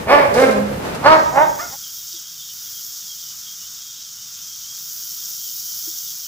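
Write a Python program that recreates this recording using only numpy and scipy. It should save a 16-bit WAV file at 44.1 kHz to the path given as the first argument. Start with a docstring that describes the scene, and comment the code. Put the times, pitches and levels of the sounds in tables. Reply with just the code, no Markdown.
"""A mastiff barks in two quick pairs, groans and yelps in a concrete kennel, a little right of a stereo
microphone pair. Its vocal folds pulse roughly through throat and mouth, and the walls ring. A mesh door
scrapes and clicks over shuffling and a faint outdoor rumble. The kennel fades into a sunny lawn, heard
straight ahead: insects hiss in two high bands, birds whistle far off and two soft low hoots sound."""
import sys
import numpy as np
from scipy import signal
from scipy.fft import rfft, irfft, next_fast_len
from scipy.io import wavfile
from scipy.ndimage import uniform_filter1d

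SR = 44100
rng = np.random.default_rng(int(sys.argv[2]) if len(sys.argv) > 2 else 0)


def dump(signal):
    """Clip the signal to [-1, 1] and save it as 16-bit WAV at the path in sys.argv[1]."""
    limited = np.clip(np.atleast_2d(signal).T, -1, 1)
    pcm = np.round(limited * 32767).astype(np.int16)
    wavfile.write(sys.argv[1], SR, pcm)


N = 276507
TIME = np.arange(N) / SR


# The dog's throat and mouth, one shape per kind of call. Each row: frequency in Hz, gain in dB.
THROAT_1 = [(120, -25), (270, -16), (420, -4), (570, -1), (870, -5), (1150, -6.5), (1420, -15),
            (1700, -9.5), (1950, -14.5), (2280, -10.5), (2700, -20), (3200, -21), (4000, -25.5),
            (5200, -22.5), (6500, -37), (15000, -40)]
THROAT_2 = [(120, -27.5), (240, -15.5), (370, -11.5), (470, 2.5), (540, -2), (780, -13.5), (1100, -17),
            (1400, -18.5), (1680, -15), (1880, -22.5), (2120, -18), (2600, -26), (2900, -27.5),
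            (4500, -32.5), (15000, -48)]
THROAT_3 = [(130, -30.5), (310, -17.5), (450, -4.5), (630, -4.5), (950, 0), (1260, -4), (1550, -11.5),
            (1950, -13), (2800, -25), (3700, -26.5), (4450, -16), (6000, -29.5), (9000, -41), (15000, -53)]
THROAT_4 = [(130, -33), (300, -19), (450, -9.5), (620, -3.5), (930, 1), (1240, -13), (1600, -11.5),
            (2000, -17), (2800, -28.5), (4700, -32.5), (9000, -48.5), (15000, -55)]
THROAT_WOOF = [(250, -18), (580, -12), (850, 0), (1150, -14), (2200, -17), (4000, -35), (15000, -55)]
THROAT_YELP = [(250, -25), (690, -6), (1050, -2), (1380, 0), (2050, -7), (2800, -17), (6000, -36),
               (15000, -55)]
# Each row: start, attack, hold and release in seconds, mouth level at full effort in dB, start, top and
# end pitch in Hz, roughness from 0 to 1, chest tone at full effort in dB, throat shape.
CALLS = [(.052, .056, .092, .12, -7.5, 180, 288.1, 278.8, 0.39, -33, THROAT_1),
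         (.322, 0.057, 0.12, 0.018, -7, 190, 271.4, 259, 0.3, -30, THROAT_2),
         (0.466, 0.038, 0.084, .04, -22.5, 220, 212.6, 202.7, 0.25, -24, THROAT_2),
         (1.014, .046, 0.084, .1, -7, 205, 315.7, 308.7, 0.3, -32, THROAT_3),
         (1.303, .075, 0.064, .045, -7, 220.3, 315.4, 303, 0.23, -37.5, THROAT_4),
         (1.562, .036, 0.049, 0.076, -17, 402.6, 698.7, 646, 0.17, -57, THROAT_YELP),
         (1.687, .05, .02, 0.016, -11.5, 229, 293, 290, .3, -51, THROAT_WOOF)]

def dog(pan_db=1.43):
    """Right of centre in the kennel: two barks, a low groan, two more barks, a yelp and a last woof."""
    dry = np.zeros(N)
    for start, attack, hold, release, db, start_hz, top_hz, end_hz, held_rough, chest_db, throat in CALLS:
        effort_db, hz, rough = call_contour(attack, hold, release, start_hz, top_hz, end_hz, held_rough)
        add(dry, start, bark(effort_db, hz, rough, throat, db, chest_db))
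    return widen(kennel(dry)) * undb([[-pan_db], [pan_db]])


def call_contour(attack, hold, release, start_hz, top_hz, end_hz, held_rough):
    """Effort climbs, sags and drops; the folds roughen as the pitch scoops up and as the voice runs out."""
    onset_db, sag_db_per_s, release_db, shudder_db = 26, 25, 15, 1.4
    settle_s, waver = .025, .014
    t = np.arange(0, attack + hold + release, 1 / SR)
    released_s = np.maximum(t - attack - hold, 0)
    spent = (released_s / release) ** .7  # quickly at first, then slowly
    effort_db = -onset_db * np.maximum(1 - t / attack, 0)
    effort_db -= sag_db_per_s * np.clip(t - attack, 0, hold) + release_db * spent
    effort_db += shudder_db * wander(80, len(t))
    scoop = np.maximum(1 - t / (1.55 * attack), 0)
    settled = 1 - np.exp(-released_s / settle_s)
    hz = top_hz + (start_hz - top_hz) * scoop + (end_hz - top_hz) * settled
    hz *= 1 + waver * wander(30, len(t))
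    rough = np.clip(held_rough + .35 * scoop + .33 * spent, 0, 1)
    return effort_db, hz, rough


# Harmonic strength at the vocal folds. Each row: frequency in Hz, gain in dB.
VOCAL_FOLDS = [(280, -6), (520, 0), (1250, 0), (2200, -2), (4500, -12)]

def bark(effort_db, hz, rough, throat, db, chest_db):
    """Vocal folds pulse unevenly, air rasps once a cycle, and the mouth opens with the effort."""
    jitter, shimmer_db, smear, rasp_db, shut_hz = .05, 5, .35, 2, 800
    n = len(hz)
    phase = phase_of(hz * (1 + jitter * rough * wander(260, n)))
    # the throat spreads each pulse over the cycle
    pulses = colour(sum(np.cos(k * phase - smear * k * (k - 1)) for k in range(1, 17)), VOCAL_FOLDS)
    pulses *= 1 + .45 * rough * np.cos(phase / 2)  # rough folds alternate strong and weak cycles
    pulses *= undb(shimmer_db * rough * wander(200, n))
    rasp = rng.standard_normal(n) * (1 + .53 * np.cos(phase))
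    voice = np.sqrt(1 - rough ** 2) * unit(colour(pulses, throat))
    voice += undb(rasp_db) * rough * unit(colour(rasp, throat))
    # a half-shut mouth muffles the start and the end
    muffled = signal.sosfiltfilt(signal.butter(1, shut_hz, fs=SR, output="sos"), voice)
    opening = np.clip(1.5 + (effort_db + 1.5) / 14, .2, 1)
    mouth = unit(muffled + opening * (voice - muffled)) * undb(db + effort_db)
    # the chest radiates the fundamental even when the mouth is shut
    chest = np.sqrt(2) * np.cos(phase) * undb(chest_db + .15 * effort_db)
    return (mouth + chest) * signal.windows.tukey(n, .08)


# Nearby walls. Each row: delay at the left and at the right microphone in seconds, gain in dB.
REFLECTIONS = [(.0029, .0034, -14), (.0118, .0112, -15), (.0231, .0236, -15)]
# The diffuse echo. Each row: frequency in Hz, seconds to fall by 60 dB.
ECHO_DECAY = [(100, .8), (600, 0.95), (1000, .65), (2000, .72), (5000, .55), (15000, .3)]
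# Standing waves between the walls. Each row: frequency in Hz, seconds to fall by 60 dB, gain in dB.
STANDING_WAVES = [(206.5, .65, 4.5), (558, 1, -12), (632, .75, -4), (1696, .6, -15.5)]

def kennel(x, direct_db=-2, echo_db=-5, right_lag_s=.00009, build_s=.008):
    """Concrete walls: the microphones get direct sound, first reflections, echo and standing waves."""
    early = undb(direct_db) * np.array([x, delay(x, right_lag_s)])
    for left_s, right_s, db in REFLECTIONS:
        early += undb(db) * np.array([delay(x, left_s), delay(x, right_s)])
    t = TIME[:SR]
    band_hz, frame_s, cells = signal.stft(diffuse(SR), SR, nperseg=256)
    cells *= np.exp(-np.log(1000) * frame_s / at_freq(ECHO_DECAY, band_hz)[:, None])
    tail = signal.istft(cells, SR)[1][:, :SR] * (1 - np.exp(-t / build_s))
    response = undb(echo_db) * unit(tail) / np.sqrt(2 * SR)
    for hz, t60, db in STANDING_WAVES:
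        damping = np.log(1000) / t60
        response += undb(db) * 2 * damping / SR * np.exp(-damping * t) * np.cos(2 * np.pi * hz * t)
    return early + signal.fftconvolve(x[None], response)[:, :N]


# Width of the microphone pair. Each row: frequency in Hz, gain of left minus right in dB.
STEREO_WIDTH = [(150, -9.5), (300, -4.5), (550, 1), (1000, 5.5), (2200, 1.5), (5000, -2)]

def widen(pair):
    """The stereo pair stresses the difference between left and right in the midrange."""
    mid = (pair[0] + pair[1]) / 2
    side = colour((pair[0] - pair[1]) / 2, STEREO_WIDTH)
    return np.array([mid + side, mid - side])


# The bright sound of the mesh. Each row: frequency in Hz, relative level in dB.
MESH_SPECTRUM = [(800, -27), (2500, -4.5), (4500, 2), (7500, -4), (10000, -6.5), (15000, -15)]
# The door scraping. Each row: start in seconds, peak in dB, rise and decay in seconds.
DOOR_SCRAPES = [(.332, -28, .083, .1)]
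# Door and latch clicks. Each row: start in seconds, peak in dB before click_gain_db.
DOOR_CLICKS = [(0.34, -19.5), (.5095, -31), (0.9475, -24.5), (1.3423, -37.5)]

def door(click_decay_s=.018, click_gain_db=-9, grit_db=1):
    """The kennel's mesh door gives a gritty scrape and a few short rattling clicks."""
    force = sum(swell(*scrape) for scrape in DOOR_SCRAPES) * undb(grit_db * wander(270, N))
    for start, db in DOOR_CLICKS:
        add(force, start, undb(db + click_gain_db) * np.exp(-TIME[:SR // 8] / click_decay_s))
    return force * unit(colour(diffuse(N), MESH_SPECTRUM))


# Rumble and shuffling around the kennel. Each row: frequency in Hz, relative level in dB.
RUMBLE_SPECTRUM = [(20, -20), (35, -13.5), (60, -3.5), (100, -4), (150, 0.5), (250, -13), (500, -33)]
SHUFFLE_SPECTRUM = [(90, -20), (160, -3), (300, -2), (500, -2), (800, -5), (1500, -11), (2500, -17),
                    (4200, -23), (7000, -27), (10000, -32), (15000, -35)]
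# At the doorway. Each row: start in seconds, peak in dB, rise and decay in seconds.
DOORWAY_SCUFFS = [(.79, -29, .075, .05)]

def yard(rumble_db=-35.5, shuffle_db=-29, flutter_db=2.5, uneven_db=1.2):
    """Low rumble and uneven shuffling reach the microphones from all sides, with one louder scuff."""
    rumble = unit(colour(diffuse(N), RUMBLE_SPECTRUM)) * undb(rumble_db + flutter_db * wander(25, N))
    force = undb(shuffle_db) + sum(swell(*scuff) for scuff in DOORWAY_SCUFFS)
    shuffle = unit(colour(diffuse(N), SHUFFLE_SPECTRUM)) * force * undb(uneven_db * wander(32, N))
    return rumble + shuffle


# The two insect bands on the lawn. Each row: frequency in Hz, relative level in dB.
LOW_CHORUS = [(2600, -40), (3900, -16.5), (4500, -10.5), (5000, -5), (5650, -1.5), (6800, -4), (7500, -9),
              (8200, -16), (10000, -31), (15000, -53)]
HIGH_CHORUS = [(6000, -49.5), (9200, -14), (11200, -9.5), (12400, -6), (13700, -3), (15300, 1)]
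# Each row: time in seconds, level of the low and of the high chorus in dB before their gains.
CHORUS_LEVELS = [(1.2, -40.5, -48), (1.55, -38.5, -41), (1.61, -34, -38), (1.98, -36, -36.5),
                 (2.16, -34, -38.5), (2.26, -37.5, -42), (2.81, -35, -34.5), (2.99, -34.5, -38),
                 (4.12, -37.5, -43), (4.71, -34.5, -39), (4.88, -34, -34), (5.89, -31.5, -31),
                 (6.27, -34, -35)]

def insects(low_gain_db=1, high_gain_db=6):
    """Out on the lawn, one chorus hisses near 6 kHz and a thinner one at the top of hearing."""
    times, low_db, high_db = np.transpose(CHORUS_LEVELS)
    low = chorus(LOW_CHORUS, np.interp(TIME, times, low_db) + low_gain_db, throb=.059, side_db=-53)
    high = chorus(HIGH_CHORUS, np.interp(TIME, times, high_db) + high_gain_db, throb=.051, side_db=-44)
    return low + high


def chorus(spectrum, db, throb, side_db, throb_hz=9.2, grain_db=1.5):
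    """Many insects rasp at once: fine grains of hiss with a slight common throb."""
    beat = np.sin(phase_of(throb_hz * (1 + .085 * wander(3.2, N))))
    mid, side = rng.standard_normal((2, N)) * undb(grain_db * wander(900, N))
    pair = mid + undb(side_db) * side * np.array([[1], [-1]])
    return unit(colour(pair, spectrum)) * undb(db) * (1 + throb * beat)


# Far birds. Each row: start and length in seconds, start and end pitch in Hz, level in dB.
WHISTLES = [(1.78, .12, 3650, 2900, -43), (2.12, .08, 3550, 3150, -44), (2.36, .09, 3720, 3300, -44),
            (2.47, .06, 3150, 3000, -46), (2.68, .14, 3150, 3280, -48), (3.04, .12, 3520, 3080, -43),
            (3.42, .09, 3350, 3200, -46), (5.36, .18, 3250, 3080, -46), (5.66, .08, 3250, 3000, -47),
            (6.01, .13, 3800, 3100, -43)]
# Birds that warble on and on. Each row: pitch in Hz, swing as a share of the pitch, level in dB.
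WARBLERS = [(3154, 0.038, -54), (3300, .035, -53), (3700, .018, -52), (2520, .035, -66.5)]
# The blur of the farthest birds. Each row: frequency in Hz, relative level in dB.
FAR_BIRD_SPECTRUM = [(2300, -28), (2850, -9), (3150, -4.5), (3480, -2.5), (3720, 1.5), (4000, -18),
                     (4600, -26.5)]

def birds(waver=.02, blur_db=-50, flicker_db=4, scatter_s=.018):
    """Distant warbling and mostly falling whistles, scattered by the trees, over a blur of farther calls."""
    song = np.zeros(N)
    for start, length, start_hz, end_hz, db in WHISTLES:
        n = int(length * SR)
        hz = np.linspace(start_hz, end_hz, n) * (1 + waver * wander(300, n))
        add(song, start, undb(db) * np.sqrt(2 * np.hanning(n)) * np.sin(phase_of(hz)))
    for centre_hz, swing, db in WARBLERS:
        hz = centre_hz * (1 + swing * wander(22, N) + waver * wander(300, N))
        song += undb(db + flicker_db * wander(13, N)) * np.sin(phase_of(hz))
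    t = TIME[:SR // 4]
    trees = rng.standard_normal(len(t)) * np.exp(-t / scatter_s)
    scattered = signal.fftconvolve(song, trees / np.linalg.norm(trees))[:N]
    blur = unit(colour(rng.standard_normal(N), FAR_BIRD_SPECTRUM)) * undb(blur_db + 2 * wander(17, N))
    return .6 * song + .8 * scattered + blur


# Each row: start in seconds, pitch in Hz, peak in dB, rise and decay in seconds.
HOOTS = [(2.132, 339, -45.5, 0.012, 0.022), (5.867, 334, -36.5, 0.013, 0.014)]

def hoots():
    """Two short, nearly pure low notes sound softly across the lawn."""
    out, t = np.zeros(N), TIME[:SR // 8]
    for start, hz, db, rise, decay in HOOTS:
        envelope = np.minimum((t / rise) ** 2, np.exp((rise - t) / decay))
        add(out, start, undb(db) * envelope * np.sin(2 * np.pi * hz * t))
    return out


# Open air over the lawn. Each row: frequency in Hz, relative level in dB.
AIR_SPECTRUM = [(25, -25), (60, -12), (100, 1.5), (125, -2.5), (155, 2), (220, -7), (330, -14.5),
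                (600, -20.5), (950, -12), (1400, -1.5), (1800, -9.5), (2300, -9), (3000, -13), (5000, -12)]

def open_air(level_db=-50, swell_db=1):
    """A faint, gently swelling outdoor rumble and hush, the same at both microphones."""
    return unit(colour(rng.standard_normal(N), AIR_SPECTRUM)) * undb(level_db + swell_db * wander(5.8, N))


def diffuse(size, spacing_s=.00085):
    """Noise from all sides at microphones spacing_s apart: alike in the bass, unrelated in the treble."""
    padded = next_fast_len(size)
    alike = .97 * np.sinc(2 * spacing_s * np.fft.rfftfreq(padded, 1 / SR))
    mid, side = rfft(rng.standard_normal((2, padded)))
    mid, side = mid * np.sqrt(1 + alike), side * np.sqrt(1 - alike)
    return unit(irfft(np.array([mid + side, mid - side]), padded)[:, :size])


def swell(start_s, db, rise_s, decay_s):
    """A force that grows evenly to its peak and dies away."""
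    t = np.maximum(TIME - start_s, 0)
    return undb(db) * np.minimum(t / rise_s, 1) * np.exp(-np.maximum(t - rise_s, 0) / decay_s)


def wander(rate, size):
    """Smooth random wander of spread 1 with about rate turns a second."""
    step = max(int(SR / rate), 1)
    stairs = np.repeat(rng.standard_normal(size // step + 1), step)
    return 1.2 * uniform_filter1d(stairs, step)[:size]


def colour(x, points):
    """Filter by a spectrum of (Hz, dB) points."""
    n = x.shape[-1]
    size = next_fast_len(n + 2048)
    gain = undb(at_freq(points, np.fft.rfftfreq(size, 1 / SR)))
    return irfft(rfft(x, size) * gain, size)[..., :n]


def at_freq(points, f):
    """Read (Hz, value) points on a log-frequency axis."""
    hz, value = np.transpose(points)
    return np.interp(np.log(f + 1), np.log(hz), value)


def phase_of(hz):
    """Running phase in radians of a changing frequency."""
    return 2 * np.pi * np.cumsum(hz) / SR


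def undb(db):
    """Decibels to gain."""
    return 10 ** (np.asarray(db) / 20)


def unit(x):
    """Scale to rms 1."""
    return x / np.sqrt(np.mean(x ** 2) + 1e-20)


def delay(x, seconds):
    """The same sound a little later."""
    return np.interp(TIME - seconds, TIME, x, left=0)


def add(out, start_s, x):
    """Mix x into out from a given time."""
    i = max(int(start_s * SR), 0)
    out[..., i:i + x.shape[-1]] += x[..., :N - i]


def fade(silent_s, full_s):
    """A gain that runs evenly between silence and full level."""
    return np.clip((TIME - silent_s) / (full_s - silent_s), 0, 1)


def scene():
    """Two places: the kennel dissolves into the lawn while the dog is still calling."""
    at_kennel = dog() + door() + yard()
    on_lawn = open_air() + birds() + hoots() + insects()
    return at_kennel * fade(silent_s=1.774, full_s=1.143) ** .91 + on_lawn * fade(silent_s=.96, full_s=1.22)


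def record(dry, top_hz=15520):
    """The recorder rounds the loudest peaks at full scale and cuts the highest treble."""
    rounded = dry / (1 + dry ** 8) ** (1 / 8)
    return signal.sosfilt(signal.ellip(12, .1, 70, top_hz, fs=SR, output="sos"), rounded)


dry = scene()
out = record(dry)
dump(out)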